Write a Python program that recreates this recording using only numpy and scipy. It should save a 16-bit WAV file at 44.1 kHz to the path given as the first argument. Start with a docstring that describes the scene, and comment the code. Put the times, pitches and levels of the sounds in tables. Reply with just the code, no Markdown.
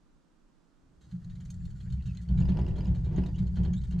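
"""Hamster in a plastic wheel

A quiet room, stereo microphone close to the wheel, which stands slightly to the right.
The hamster walks, then runs: its strides thump wheel and stand, which rumble in low modes,
and its claws tick on the drum. At speed the drum rattles and clacks on its loose axle.
Now and then plastic slips on plastic with a faint squeak."""
import sys
import numpy as np
from scipy import signal
from scipy.fft import rfft, irfft
from scipy.io import wavfile
from scipy.ndimage import uniform_filter1d

SR = 44100
rng = np.random.default_rng(int(sys.argv[2]) if len(sys.argv) > 2 else 0)


def put_to_file(sound):
    """Save the sound as 16-bit audio at rate SR, in the file named by the first command-line argument."""
    columns = np.atleast_2d(sound).T  # one column per channel
    safe = np.clip(columns, -1, 1)
    whole_steps = np.round(safe * 32767)
    wavfile.write(sys.argv[1], SR, whole_steps.astype(np.int16))


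N = 176400
T = np.arange(N) / SR


def undb(db):
    """Decibels to gain."""
    return 10 ** (np.asarray(db) / 20)


def unit(x):
    """Scale to rms 1."""
    return x / np.sqrt(np.mean(x ** 2))


def curve(points):
    """Gain over time from points of t/s, level/dB."""
    return undb(np.interp(T, *np.array(points).T))


def gains(points):
    """Gain at every frequency from points of f/Hz, level/dB."""
    hz, db = np.array(points).T
    bin_hz = np.arange(N + 1) * SR / (2 * N)
    return undb(np.interp(np.log(bin_hz + 1e-9), np.log(hz), db))


def colour(x, points):
    """Causal filter with the given spectrum; white noise keeps its level."""
    cepstrum = irfft(np.log(unit(gains(points))))
    cepstrum[1:N] *= 2  # fold to minimum phase
    cepstrum[N + 1:] = 0
    return irfft(rfft(x, 2 * N) * np.exp(rfft(cepstrum)))[:N]


def cut(x, hz, kind, order=2):
    """Low-pass or high-pass."""
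    return signal.sosfilt(signal.butter(order, hz, kind, fs=SR, output="sos"), x)


def grains(per_s, spread_db):
    """Random tiny impacts of uneven size, rms 1."""
    impacts = (rng.random(N) < per_s / SR) * np.sign(rng.standard_normal(N))
    return unit(impacts * undb(spread_db * np.clip(rng.standard_normal(N), -2, 2)))


def add(out, start, x):
    """Mix x in at start seconds."""
    i = max(int(start * SR), 0)
    out[i:i + len(x)] += x[:max(N - i, 0)]


def ring(modes, jitter=0.0078, size=SR // 2):
    """Struck modes (f/Hz, t60/s, level/dB), each slightly detuned."""
    t = T[:size]
    return sum(undb(db) * np.exp(-np.log(1000) * t / t60)
               * np.sin(2 * np.pi * hz * (1 + jitter * rng.standard_normal()) * t)
               for hz, t60, db in modes)


def resonate(x, response):
    """Pass x through a ringing body, its response scaled to unit energy."""
    return signal.fftconvolve(x, response / np.sqrt(np.sum(response ** 2)))[:len(x)]


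# Spectrum of the quiet room: f/Hz, relative level/dB
ROOM_SPECTRUM = [(12, -27), (20, 2.5), (33, -7), (80, -30.5), (161, -14.5), (248, -15), (299, -13.5),
                 (390, -23.5), (700, -30), (1400, -30.5), (2100, -40.5), (7410, -44.5), (12000, -59.5)]
def room_tone():
    """Steady faint air all around the microphone, a little stronger on the right."""
    level_db, width, right_db = -65.5, 0.69, 3.5
    mid, side = (colour(rng.standard_normal(N), ROOM_SPECTRUM) for _ in range(2))
    left_right = np.array([[1], [-1]])
    return undb(level_db - left_right * right_db / 2) * (mid + width * side * left_right)


def reflections(x, t60_s=0.11):
    """A short diffuse tail from the surfaces near the wheel."""
    t = T[:SR // 2]
    tail = rng.standard_normal(len(t)) * np.exp(-np.log(1000) * t / t60_s)
    return resonate(x, tail * (1 - np.exp(-t / 0.00033)))


def slip(length, from_hz, to_hz, db, octave_db):
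    """Plastic slipping on plastic: an unsteady glide and its octave; long ones catch and restart."""
    longest_spurt_s = 0.08
    progress = np.arange(int(length * SR)) / (length * SR)
    waver, flutter = (unit(cut(rng.standard_normal(SR), 300, "low"))[-len(progress):] for _ in range(2))
    hz = (from_hz + (to_hz - from_hz) * progress) * (1 + 0.023 * waver)
    phase = 2 * np.pi * np.cumsum(hz) / SR
    tone = np.sin(phase) + undb(octave_db) * np.sin(2 * phase)
    spurts = np.abs(np.sin(np.pi * progress * np.ceil(length / longest_spurt_s)))
    return undb(db) * spurts * (1 + 0.65 * flutter) * tone


# Squeaks of the wheel: t/s, length/s, start f/Hz, end f/Hz, level/dB, octave re fundamental/dB
WHEEL_SQUEAKS = [(1.574, .31, 7180, 7200, -78.5, -24), (1.836, 0.061, 1340, 1875, -69.5, -14),
                 (1.989, 0.031, 2820, 2540, -69.5, -22), (2.061, 0.077, 2930, 2350, -65.5, -15),
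                 (2.159, .055, 2233, 1820, -68.5, -17.5), (3.339, 0.038, 2670, 3326, -62, -14.5),
                 (3.76, 0.034, 3510, 3910, -58, -9.5)]
def squeaks():
    """The turning wheel gives a few clear squeaks among many tiny creaks."""
    out = np.zeros(N)
    for start, *shape in WHEEL_SQUEAKS:
        add(out, start, slip(*shape))
    first_creak_s, creaks_per_s, low_hz, high_hz = 1.14, 26, 1350, 2400
    for k, (late, pitch, glide, size) in enumerate(rng.random((80, 4))):
        from_hz = low_hz * (high_hz / low_hz) ** pitch
        to_hz = from_hz * (1 + 0.35 * (glide - 0.5))
        creak = slip(0.018, from_hz, to_hz, db=-74 + 8 * (size - 0.5), octave_db=-19.5)
        add(out, first_creak_s + (k + late) / creaks_per_s, creak)
    return out


# Clacks of the loose axle: t/s, level/dB
AXLE_CLACKS = [(2.422, -55.5), (2.454, -53), (2.521, -53), (2.542, -60), (2.571, -47.5), (2.615, -52.5),
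               (2.665, -52.5), (2.71, -58.5), (2.807, -50), (2.856, -55), (3.188, -55), (3.217, -60),
               (3.237, -48.5), (3.287, -56.5)]
# Modes of the axle: f/Hz, t60/s, relative level/dB
AXLE_MODES = [(925, 0.025, 5.5), (1600, 0.015, -11), (2666, 0.024, 0), (2820, 0.017, 1.5), (4920, 0.013, 4)]
def axle_clacks():
    """The axle chatters in its bearing: a tiny crack and a ring that differs every time."""
    rise_s, crack_s = 0.001, 0.002
    out, t = np.zeros(N), T[:SR // 10]
    for start, db in AXLE_CLACKS:
        modes = [(hz, t60, mode_db + rng.normal(0, 2)) for hz, t60, mode_db in AXLE_MODES]
        tone = ring(modes, jitter=0.023, size=len(t))
        crack = np.exp(-t / crack_s) * unit(cut(rng.standard_normal(len(t)), 4000, "low"))
        add(out, start, undb(db) * (tone + crack) * (1 - np.exp(-t / rise_s)))
    return out


# Claws landing: t/s, relative level/dB, treble above 5 kHz/dB, scratch length/s, ring of the spot f/Hz
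CLAW_LANDINGS = [(1.009, -72, 1, 0.049, 4000), (1.113, -61.5, -1.5, 0.012, 4090),
                 (1.243, -63.5, 4, 0.0062, 4190), (1.297, -63, -8, 0.017, 4300),
                 (1.354, -63, 1.5, 0.0062, 4060), (1.402, -61, -2.5, 0.015, 3250),
                 (1.45, -68, 9.5, 0.015, 6200), (1.501, -62.5, 12.5, 0.0097, 6100),
                 (1.539, -70, 9.5, .008, 4200), (1.652, -60.5, 5, 0.0082, 3680),
                 (1.704, -63.5, 2, 0.0082, 4490), (1.803, -62, -2.5, 0.015, 3300),
                 (1.901, -61.5, -4, 0.0075, 3760), (1.922, -58.5, -0.5, 0.015, 4170),
                 (2.021, -63, -2, 0.0086, 4200), (2.055, -60.5, -1.5, 0.03, 2730),
                 (2.147, -60.5, -9, 0.013, 6630), (2.171, -48.5, -3, 0.0028, 4150),
                 (2.214, -67.5, 8, 0.015, 6200), (2.287, -55, -4.5, 0.0062, 4400),
                 (2.374, -55.5, -12.5, 0.031, 3940), (2.401, -53.5, -11, 0.014, 6800),
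                 (2.485, -53, -17.5, 0.025, 3600), (2.587, -60.5, -6, .012, 6770),
                 (2.682, -58.5, -2, 0.011, 3820), (2.756, -55.5, -8, 0.018, 3250),
                 (2.781, -55.5, -3, 0.0091, 4330), (2.844, -63, 3.5, 0.012, 3800),
                 (2.867, -62.5, -11, 0.027, 6700), (2.945, -60.5, -3.5, 0.028, 3010),
                 (3.044, -60, -7.5, 0.029, 3750), (3.161, -53.5, -16.5, 0.023, 6560),
                 (3.26, -55.5, -3, 0.012, 4180), (3.357, -59.5, -3, 0.0063, 6700),
                 (3.382, -52.5, -6.5, 0.014, 3840), (3.467, -60, -1.5, 0.013, 4330),
                 (3.556, -57.5, -3.5, 0.01, 3150), (3.567, -55.5, -15, 0.019, 4460),
                 (3.633, -57.5, 2, 0.0093, 3220), (3.648, -50.5, -24, 0.012, 3210),
                 (3.733, -50, -4.5, 0.0093, 6580), (3.812, -61.5, -2, 0.012, 4200),
                 (3.835, -58.5, -1.5, 0.019, 3880), (3.907, -56.5, 0, 0.0089, 2850),
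                 (3.92, -58, -9, 0.02, 4300), (3.986, -61.5, -1.5, 0.022, 2570)]
# High modes of the plastic under a claw: f/Hz, relative level/dB
CLAW_MODES = [(1680, -2.5), (2300, -4.5), (3230, 0), (3780, -0.5), (4300, -1.5), (6650, -4), (7250, -7.5)]
# Spectrum of a claw on plastic: f/Hz, relative level/dB
CLAW_SPECTRUM = [(400, -16), (1600, 0), (2500, -2), (3200, -2), (4300, 0.5), (5300, -4), (6700, -3),
                 (8200, -8), (10500, -17.5), (12000, -17)]
# Fur and feet brushing the drum: t/s, relative level/dB
BRUSH_LEVEL = [(.95, -112), (1.04, -79.5), (2.1, -76.5), (4, -76)]
def claws_and_fur():
    """Each paw lands with a gritty scratch that rings the spot it hits; fur and feet brush the drum."""
    rise_s, ring_t60_s = 0.0016, 0.027
    tick_db, modes_db, spot_db = -3.5, -4, 3.5
    ticks, rings, t = np.zeros(N), np.zeros(N), T[:SR // 5]
    attack = 1 - np.exp(-t / rise_s)
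    grit = grains(per_s=1498, spread_db=3)
    body, treble = cut(grit, 4500, "low", order=3), cut(grit, 5100, "high", order=3)
    for start, db, treble_db, length, spot_hz in CLAW_LANDINGS:
        part = rng.integers(N - len(t)) + np.arange(len(t))
        envelope = undb(db) * attack * np.exp(-(t / length) ** 1.3)
        scratch = envelope * (body[part] + undb(treble_db) * treble[part])
        modes = [(hz, ring_t60_s, mode_db + rng.normal(0, 2.7)) for hz, mode_db in CLAW_MODES]
        plastic = ring(modes, jitter=0.02, size=len(t))
        spot = ring([(spot_hz, ring_t60_s, 0)], size=len(t))
        add(ticks, start, scratch)
        add(rings, start, undb(modes_db) * resonate(scratch, plastic))
        add(rings, start, undb(db + spot_db) * attack * spot)
    brush = grains(per_s=450, spread_db=5) * curve(BRUSH_LEVEL)
    return rings + colour(undb(tick_db) * ticks + reflections(brush), CLAW_SPECTRUM)


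# The drum rattling on its axle: t/s, relative level/dB
RATTLE_LEVEL = [(.95, -101), (1.13, -73), (1.78, -74.5), (1.94, -68), (2.26, -73), (2.3, -51),
                (2.36, -54.5), (2.43, -50), (2.61, -46.5), (2.72, -50), (2.81, -46.5), (3.02, -57),
                (3.13, -47), (3.19, -47.5), (3.29, -48), (3.33, -60), (3.42, -53), (3.53, -63.5),
                (3.58, -50), (3.68, -49), (3.8, -64.5), (3.88, -68), (3.95, -52.5), (4, -57)]
# The drum knocking against the stand: t/s, relative level/dB
STAND_KNOCKS = [(2.407, -39), (2.49, -36), (2.571, -35), (2.589, -32.5), (2.68, -39.5), (2.782, -37.5),
                (3.182, -30.5), (3.57, -43), (3.65, -45.5)]
# Spectrum of the rattle: f/Hz, relative level/dB
RATTLE_SPECTRUM = [(120, -31), (210, 3.5), (260, 10), (370, -4), (470, -7), (1000, -17.5), (1270, -28.5),
                   (1700, -22.5), (3000, -29), (5000, -39), (8000, -53), (12000, -66)]
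# Modes of the drum's shell: f/Hz, t60/s, relative level/dB
SHELL_MODES = [(396.2, 0.14, 9.5), (514, 0.035, 2), (567, 0.037, -1.5), (700, 0.02, 3.5), (843, 0.15, -2),
               (931, 0.031, -2.5), (1424, 0.06, -10)]
def drum_rattle():
    """Dense small impacts and a few hard knocks ring the drum's hollow shell."""
    knock_decay_s, crack_db, shell_db = 0.0086, -1.5, -8
    impacts = grains(per_s=997, spread_db=3.5) * curve(RATTLE_LEVEL)
    t = T[:SR // 10]
    for start, db in STAND_KNOCKS:
        add(impacts, start, undb(db) * np.exp(-t / knock_decay_s) * rng.standard_normal(len(t)))
    shell = resonate(impacts, ring(SHELL_MODES, jitter=0.0021))
    return undb(crack_db) * colour(impacts, RATTLE_SPECTRUM) + undb(shell_db) * shell


# Low modes of wheel and stand, rung by rolling and by strides: f/Hz, t60/s, relative level/dB
WHEEL_MODES = [(24.5, 0.6, -20), (43.6, 0.46, -22), (62.7, 0.29, -2), (96.6, 0.21, -5.5),
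               (126.75, 0.25, -0.5), (146.4, 0.16, -4), (179.1, 0.22, 2)]
# Rolling of the wheel: t/s, level/dB
ROLL_LEVEL = [(0, -74.5), (.78, -86), (.83, -66.5), (.95, -65), (1.1, -52), (1.32, -41.5), (1.62, -38.5),
              (1.78, -42), (1.95, -32.5), (2.26, -39), (2.32, -23), (2.5, -26.5), (2.8, -31), (3.1, -28.5),
              (3.3, -32.5), (3.65, -28), (3.82, -33.5), (4, -30)]
WHEEL_TOP_HZ = 208
def rolling_rumble():
    """The rolling drum keeps the low modes of wheel and stand going, favouring the lowest."""
    tilt_db_per_octave = -5
    roll = np.zeros(N)
    for hz, t60, db in WHEEL_MODES:
        driven = signal.fftconvolve(rng.standard_normal(N), ring([(hz, t60, 0)], jitter=0.00061))[:N]
        roll += undb(db + tilt_db_per_octave * np.log2(hz / 60)) * unit(driven)
    roll = cut(cut(roll, WHEEL_TOP_HZ, "low", order=8), 16, "high", order=4)
    running_rms = np.sqrt(uniform_filter1d(roll ** 2, int(0.09 * SR)) + 1e-9)
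    return roll / running_rms * curve(ROLL_LEVEL)


# Strides that shake the wheel: t/s, relative level/dB, weight of the lowest modes/dB
STRIDES = [(1.122, -28, -14.5), (1.245, -33.5, -15.5), (1.389, -44, -4), (1.478, -37.5, -2.5),
           (1.556, -36.5, -7), (1.625, -34, -20), (1.855, -37, 4.5), (1.905, -31, 7), (2.059, -30, -7.5),
           (2.3, -22.5, -2.5), (2.385, -21.5, 2), (2.49, -18.5, -7), (2.583, -29, -5), (2.674, -24.5, -21),
           (2.776, -36, -8.5), (2.872, -19, -1), (2.991, -28, -5.5), (3.077, -39, -7.5), (3.16, -25.5, 7.5),
           (3.276, -31.5, 2), (3.39, -20, -9.5), (3.575, -19.5, -3.5), (3.665, -22.5, -3.5),
           (3.742, -31.5, -1), (3.925, -25, -11.5)]
def stride_thumps():
    """Every stride swells the low modes of wheel and stand into a soft thump."""
    rise_s = 0.014
    thumps = np.zeros(N)
    for start, db, weight_db in STRIDES:
        modes = [(hz, t60, mode_db + weight_db * np.clip(np.log(175 / hz), 0, 1))
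                 for hz, t60, mode_db in WHEEL_MODES]
        thump = ring(modes, jitter=0.018)
        attack = 1 - np.exp(-T[:len(thump)] / rise_s)
        add(thumps, start, undb(db) * attack * thump)
    return undb(3) * cut(thumps, WHEEL_TOP_HZ, "low", order=6)


# Stereo width at the microphone: f/Hz, side gain/dB
STEREO_WIDTH = [(25, 0.5), (60, -21.5), (170, -21), (260, -11.5), (500, -4.5), (1000, -5.5), (4000, -11),
                (12000, -7.5)]
# Balance at the microphone: f/Hz, left minus right/dB
STEREO_BALANCE = [(30, 1), (130, -1.04), (280, -3), (600, -4), (1200, -0.5), (4000, -1.2), (8000, 1.5),
                  (11000, 8)]
def scene():
    """The wheel stands close to the microphone, slightly to the right; reflections widen it."""
    patter = drum_rattle() + claws_and_fur() + axle_clacks() + squeaks()
    mono = rolling_rumble() + stride_thumps() + patter + undb(-6) * reflections(patter)
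    mid = rfft(mono, 2 * N)
    side = rfft(reflections(mono), 2 * N) * gains(STEREO_WIDTH)
    lean = np.sqrt(gains(STEREO_BALANCE))
    left, right = irfft((mid + side) * lean)[:N], irfft((mid - side) / lean)[:N]
    return np.array([left, right]) + room_tone()


def record(dry):
    """The recorder cuts the top steeply above 12.4 kHz."""
    return signal.sosfilt(signal.ellip(8, 0.2, 70, 12400, fs=SR, output="sos"), dry)


dry = scene()
out = record(dry)
put_to_file(out)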